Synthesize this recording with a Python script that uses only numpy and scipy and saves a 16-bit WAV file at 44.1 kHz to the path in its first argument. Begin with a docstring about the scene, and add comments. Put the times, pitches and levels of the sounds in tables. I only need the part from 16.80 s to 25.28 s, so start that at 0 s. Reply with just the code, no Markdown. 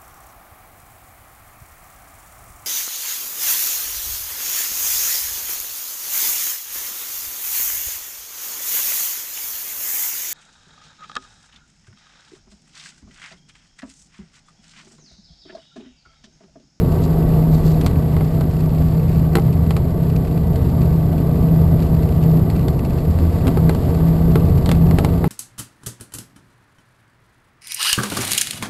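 """A light aircraft taxis, heard from inside the closed cockpit. From the start the four-cylinder
engine and its propeller drone and boom in the cabin, exhaust shakes the panels, air hisses past the
canopy and the recorder adds a thin high whistle. In the first second, clothing brushes the seat.
Then bumps in the taxiway make the camera's plastic housing tick and knock. Near the end the knocks
come more often and the engine speeds up a little."""
import sys
import numpy as np
from scipy import signal
from scipy.fft import rfft, irfft, next_fast_len
from scipy.io import wavfile
from scipy.ndimage import map_coordinates

SR = 44100
rng = np.random.default_rng(int(sys.argv[2]) if len(sys.argv) > 2 else 0)


def master(y):
    """Save y as 16-bit WAV."""
    cut = np.clip(np.atleast_2d(y).T, -1, 1)
    pcm = np.round(cut * 32767)  # scale
    wavfile.write(sys.argv[1], SR, pcm.astype(np.int16))


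N = 373968
TIME = np.arange(N) / SR

# Clothing brushing the seat. Each row: middle in seconds, half length in seconds, level in dB.
BRUSHES = [(0.236, 0.021, -44), (0.744, 0.031, -42.5), (0.884, 0.079, -43)]
# The tone colour of the cloth. Each row: frequency in Hz, relative level in dB.
CLOTH_COLOUR = [(800, -23), (2500, -9), (3500, -6), (4500, 2), (5500, -10), (7500, -2), (10000, -24),
                (15000, -30)]
# How strongly the air hisses. Each row: time in seconds, relative level in dB.
HISS_LEVELS = [(0, -48.5), (2, -50), (3.4, -51.5), (5.4, -49.5), (6, -51.5), (6.7, -48), (8.48, -49.5)]
# The tone colour of that hiss. Each row: frequency in Hz, relative level in dB.
HISS_COLOUR = [(400, -31), (1000, 7), (1400, 4), (1550, 0.5), (1750, 4), (1980, 4), (2300, -0.5),
               (3100, -2), (3900, -3), (4500, -1), (5300, -5.5), (6050, -17.5), (7400, -1.5), (15000, -20)]
# Bumps that jolt the aircraft. 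Each row: time in seconds, rise of the panel roar in dB.
BUMPS = [(1.05, 2), (2.56, 3.5), (6.68, 7.5), (8.24, 3)]
# How hard the aircraft's frame shakes. Each row: time in seconds, level in dB.
SHAKE_LEVELS = [(0, -16), (.6, -19.5), (1.2, -17.5), (5, -17.5), (6, -18), (7.2, -17), (7.7, -14.5),
                (8.48, -17.5)]
# The tone colour of the frame's rumble. Each row: frequency in Hz, relative level in dB.
RUMBLE_COLOUR = [(8, -33), (15, -20), (21, -5), (28, -19), (48, -1.5), (62, 1.5), (90, 4), (112, 1),
                 (140, 2.5), (175, 3.5), (205, -3.5), (280, -14.5), (400, -45), (800, -100)]
# How loudly the panels roar between bumps. Each row: time in seconds, level in dB.
ROAR_LEVELS = [(0, -24), (.7, -23.5), (1.8, -27), (3.5, -27), (4.4, -24.5), (6.2, -25.5), (6.8, -24),
               (8.48, -24)]
# Where the panels ring. Each row: frequency in Hz, width in Hz, relative level in dB.
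PANEL_RESONANCES = [(215, 85, -4.5), (266, 63.4, 0.5), (360, 62, -5.5), (413, 88, -8), (468, 53, -5),
                    (583, 84, -17.5), (667, 135, -7), (816, 170, -26.5), (916, 101, -17),
                    (1142, 118, -17.5), (1280, 110, -32.5), (1530, 57, -24.5), (1969, 65, -26)]
# Knocks of the housing. Each row: start in seconds, strength in dB, thud in dB (more ring, duller crack).
KNOCKS = [(1.012, -17, -16), (1.063, -8.5, -6.5), (1.344, -31, 4), (1.366, -19.5, 5), (1.408, -23, 10.5),
          (1.609, -16, .5), (2.554, -4, -1), (2.57, -14, 5), (2.584, -20, 10), (2.907, -12.5, 0),
          (2.966, -13.5, -1), (3.758, -23, -15), (5.002, -25, -5), (5.701, -20, -7), (5.794, -27, -5),
          (5.883, -15.5, -2), (6.387, -21.5, -8), (6.67, -14.5, -5), (6.679, -12.5, 1), (6.772, -16, 5.5),
          (6.8937, -9, 2), (6.949, -19, -1), (7.5564, -10, 5.5), (7.86, -13.5, -6), (7.891, -9, -3),
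          (7.915, -7, -3), (8.111, -16, 2), (8.186, -7, -0.5), (8.247, -9.5, 0), (8.442, -14.5, 9)]
# The housing's notes. Each row: frequency in Hz, relative level in dB, seconds to fade by 60 dB.
HOUSING_NOTES = [(366, 5, 0.042), (448, -2, 0.093), (806, -4.5, 0.066), (1097, -7.5, 0.037),
                 (1315.9, -13.5, 0.09), (1640, -10, 0.0092), (2053, -10, 0.027)]
# The tone colour of a knock's crack. Each row: frequency in Hz, relative level in dB.
CRACK_COLOUR = [(150, -14), (450, 8.5), (800, 6.5), (2000, -2.5), (3200, -5), (4400, -4.5), (5400, -15),
                (6050, -19), (7400, -11), (10000, -15), (15000, -26)]
# The swelling boom of the cabin air. Each row: time in seconds, level in dB.
BOOM_LEVELS = [(0.0, -25.5), (0.24, -17), (0.92, -13), (1.12, -24.5), (1.48, -14), (1.68, -22.0),
               (1.84, -13.5), (3.2, -22.5), (3.32, -17), (3.88, -23.5), (4.04, -14), (4.52, -22),
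               (4.76, -11.5), (5.28, -19.0), (5.52, -13.0), (6.08, -27), (6.28, -15.5), (6.6, -27),
               (6.84, -14), (7.0, -23), (7.12, -15.0), (7.56, -11.5), (7.72, -27.5), (8.12, -10.5),
               (8.24, -21.0), (8.44, -17)]
# The pulse of the passing propeller blades. Each row: time in seconds, level in dB.
BLADE_LEVELS = [(0, -31), (.8, -24), (1.2, -40), (8.48, -31)]
# The throb at twice the blade rate. Each row: time in seconds, relative level in dB.
THROB_LEVELS = [(0.0, -23.5), (0.32, -32), (1.0, -20.0), (1.6, -27.5), (2.4, -17), (2.6, -34), (2.8, -18),
                (3.48, -35), (3.84, -18.5), (4.56, -26.5), (4.88, -20.5), (6.2, -26), (6.44, -13),
                (6.84, -31), (7.08, -17), (7.48, -28.5), (7.68, -17.5), (8.44, -26)]
# How fast the engine runs. Each row: time in seconds, crankshaft turns per second.
ENGINE_SPEED = [(0, 32.3), (.8, 31.5), (2.2, 31.6), (3, 32.3), (5.7, 32.1), (6.7, 32.45), (7.5, 32.7),
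                (8.48, 33.6)]
# The engine's tones. Each row: cycles per crankshaft turn, level in dB compared with the shake.
ENGINE_TONES = [(1, -14.5), (2, -9.5), (3, -12.5), (7, -29), (8, -21.5), (11, -23), (13, -26.5), (14, -29),
                (36, -38)]
# The hum at twice the firing rate. Each row: time in seconds, level in dB compared with the shake.
HUM_LEVELS = [(0, -12), (.5, -10), (1.36, -8), (4.9, -3.5), (6, -8.5), (7.48, -7.5), (8.48, -8.5)]
# The recorder's fading treble. Each row: frequency in Hz, gain in dB.
RECORDER_TREBLE = [(13000, -0.5), (13600, -2), (15000, -9)]


def amp(db):
    """Turn decibels into a gain."""
    return 10 ** (np.asarray(db) / 20)


def unit(x):
    """Scale a signal to an average (rms) level of 1."""
    return x / np.sqrt(np.mean(x ** 2) + 1e-20)


def curve(rows):
    """Join (time, value) rows with straight lines, giving one value per sample."""
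    return np.interp(TIME, *np.transpose(rows))


def wobble(rate):
    """A smooth random curve through `rate` points a second."""
    return map_coordinates(rng.standard_normal(4096), [TIME * rate + 2], mode="wrap")


def shape(points):
    """Turn (Hz, dB) rows into a gain for any frequency."""
    f, db = np.transpose(points)
    return lambda hz: amp(np.interp(np.log(hz + 1), np.log(f), db))


def filtered(x, response):
    """Give each frequency in x its own gain."""
    size = next_fast_len(len(x) + 8192)
    return irfft(rfft(x, size) * response(np.fft.rfftfreq(size, 1 / SR)), size)[:len(x)]


def noise(response, size=N):
    """Noise of level 1 with the given tone colour."""
    return unit(filtered(rng.standard_normal(size), response))


def drifting_tone(cycles, multiple, drift_db, rate):
    """A tone that swells and dips as a random part of it drifts in and out of step."""
    drift = 1 + amp(drift_db) * (wobble(rate) + 1j * wobble(rate))
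    return unit(np.real(drift * np.exp(2j * np.pi * (multiple * cycles + rng.random()))))


def clothing(grain_db=3.5):
    """Cloth rubs on the seat in short, grainy swishes."""
    strokes = sum(amp(db) * np.exp(-((TIME - s) / half) ** 2) for s, half, db in BRUSHES)
    return strokes * unit(noise(shape(CLOTH_COLOUR)) * amp(grain_db * wobble(150)))


def trim_rattle(level_db=-50, spread_db=3.5, ticks_per_s=48, fade_s=0.028):
    """Loose cabin trim chatters in small ticks of uneven size."""
    hits = rng.random(N) < ticks_per_s / SR
    sizes = amp(spread_db * np.clip(rng.standard_normal(N), -2, 1))
    bursts = signal.fftconvolve(hits * sizes, amp(-60 * TIME[:2048] / fade_s))[:N]
    colour = shape([(500, -1.5), (1300, 3), (2000, -4), (2650, 4.5), (3300, -12), (4500, 0),
                    (6000, -18.5), (15000, -11)])
    return amp(level_db) * unit(filtered(bursts * rng.standard_normal(N), colour))


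def canopy_hiss(turns, depth=0.15):
    """Air from the propeller hisses over the canopy, fluttering once per crankshaft turn."""
    flutter = 1 + depth * np.cos(2 * np.pi * turns)
    level_db = curve(HISS_LEVELS) + 4.0 + 0.79 * wobble(25)
    return amp(level_db) * flutter * noise(shape(HISS_COLOUR))


def taxiway_jolts(half_length_s=0.022):
    """Each bump gives a brief rise in level, in dB."""
    return sum(db * np.exp(-((TIME - s) / half_length_s) ** 2) for s, db in BUMPS)


def frame_rumble(shake_db, gain_db=-2.0):
    """The shaking frame makes a low rumble."""
    return amp(shake_db + gain_db) * noise(shape(RUMBLE_COLOUR))


def panel_roar(turns, level_db, depth=0.15, waver_db=0.36):
    """Exhaust puffs, two to a turn, shake the cabin panels."""
    def panels(hz):
        return sum(amp(db) / (1 + (2 * (hz - centre) / width) ** 2)
                   for centre, width, db in PANEL_RESONANCES)
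    puffs = (1 + depth * np.cos(2 * np.pi * 2 * turns)) * rng.standard_normal(N)
    return amp(level_db + waver_db * wobble(14)) * unit(filtered(puffs, panels))


def housing_knocks(crack_db=-5.0, tail_db=-16, ring_db=-9, dulling=0.32,
                   crack_s=0.0081, tail_s=0.068, rise_s=0.00028):
    """Each knock on the plastic housing is a sharp crack, a short buzzing tail and a ring."""
    out, t = np.zeros(N + SR), TIME[:SR // 4]
    fade = amp(crack_db - 60 * t / crack_s) + amp(tail_db - 60 * t / tail_s)
    attack = 1 - np.exp(-t / rise_s)
    for start, db, thud_db in KNOCKS:
        def colour(hz):
            # heavier blows stay in contact longer, so their crack is duller
            octaves = np.log2(np.clip(hz, 1200, 6000))
            return shape(CRACK_COLOUR)(hz) * amp(-dulling * thud_db * octaves)
        crack = fade * noise(colour, size=len(t))
        ring = np.zeros(len(t))
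        for hz, note_db, fade_s in HOUSING_NOTES:
            loudness = amp(note_db + rng.normal(0, 1.25) - 60 * t / fade_s)
            pitch = hz * rng.normal(1, .012)
            ring += loudness * np.sin(2 * np.pi * (pitch * t + rng.random()))
        out[round(start * SR):][:len(t)] += amp(db) * attack * (crack + amp(ring_db + thud_db) * ring)
    return out[:N]


def cabin_boom(blade_passes):
    """The cabin air booms at a pitch that engine and propeller share, swelling and dipping."""
    return amp(curve(BOOM_LEVELS)) * drifting_tone(blade_passes, multiple=4, drift_db=-12.5, rate=16)


def propeller(blade_passes, throb_gain_db=-0.5):
    """Each passing blade pushes the air, making a low pulse and a throb an octave above it."""
    pulse = drifting_tone(blade_passes, multiple=1, drift_db=-11, rate=4.2)
    throb = drifting_tone(blade_passes, multiple=2, drift_db=-12, rate=8)
    return amp(curve(BLADE_LEVELS)) * pulse + amp(curve(THROB_LEVELS) + throb_gain_db) * throb


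def engine(turns, shake_db, waver_db=1.5, waver_radians=0.37, rate=6):
    """Tones and a hum follow the crankshaft; uneven burning of the fuel makes them waver."""
    tones = np.zeros(N)
    for multiple, db in ENGINE_TONES:
        phase = 2 * np.pi * (multiple * turns + rng.random()) + waver_radians * wobble(rate)
        tones += amp(db) * unit(amp(waver_db * wobble(rate)) * np.sin(phase))
    hum = amp(curve(HUM_LEVELS)) * drifting_tone(turns, multiple=4, drift_db=-15.5, rate=8)
    return amp(shake_db) * (tones + hum)


def scene(sway_db=1.0, sway_rate=8, jolt_share=0.43):
    """Add up all the sounds in the cabin while the uneven taxiway sways the frame."""
    turns = np.cumsum(curve(ENGINE_SPEED)) / SR
    # three geared-down blades pass five times in four crankshaft turns
    blade_passes = 5 / 4 * turns
    jolt_db = taxiway_jolts()
    shake_db = curve(SHAKE_LEVELS) + jolt_share * jolt_db + sway_db * wobble(sway_rate)
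    drone = engine(turns, shake_db) + propeller(blade_passes) + cabin_boom(blade_passes)
    rush = frame_rumble(shake_db) + panel_roar(turns, curve(ROAR_LEVELS) + jolt_db) + canopy_hiss(turns)
    return (drone + rush + trim_rattle() + housing_knocks() + clothing())[None]


def record(dry, jitter_s=2.8e-5, whistle_hz=12000, clip_at=0.71, top_hz=15300):
    """The recorder's timing wavers, turning the drone into a faint whistle; peaks and treble are cut."""
    late_samples = jitter_s * SR * np.sin(2 * np.pi * whistle_hz * TIME)
    sampled = map_coordinates(dry[0], [np.arange(N) + late_samples], mode="nearest")
    clipped = np.clip(sampled, -clip_at, clip_at)
    return filtered(clipped, lambda hz: shape(RECORDER_TREBLE)(hz) * (hz < top_hz))[None]


dry = scene()
out = record(dry)
master(out)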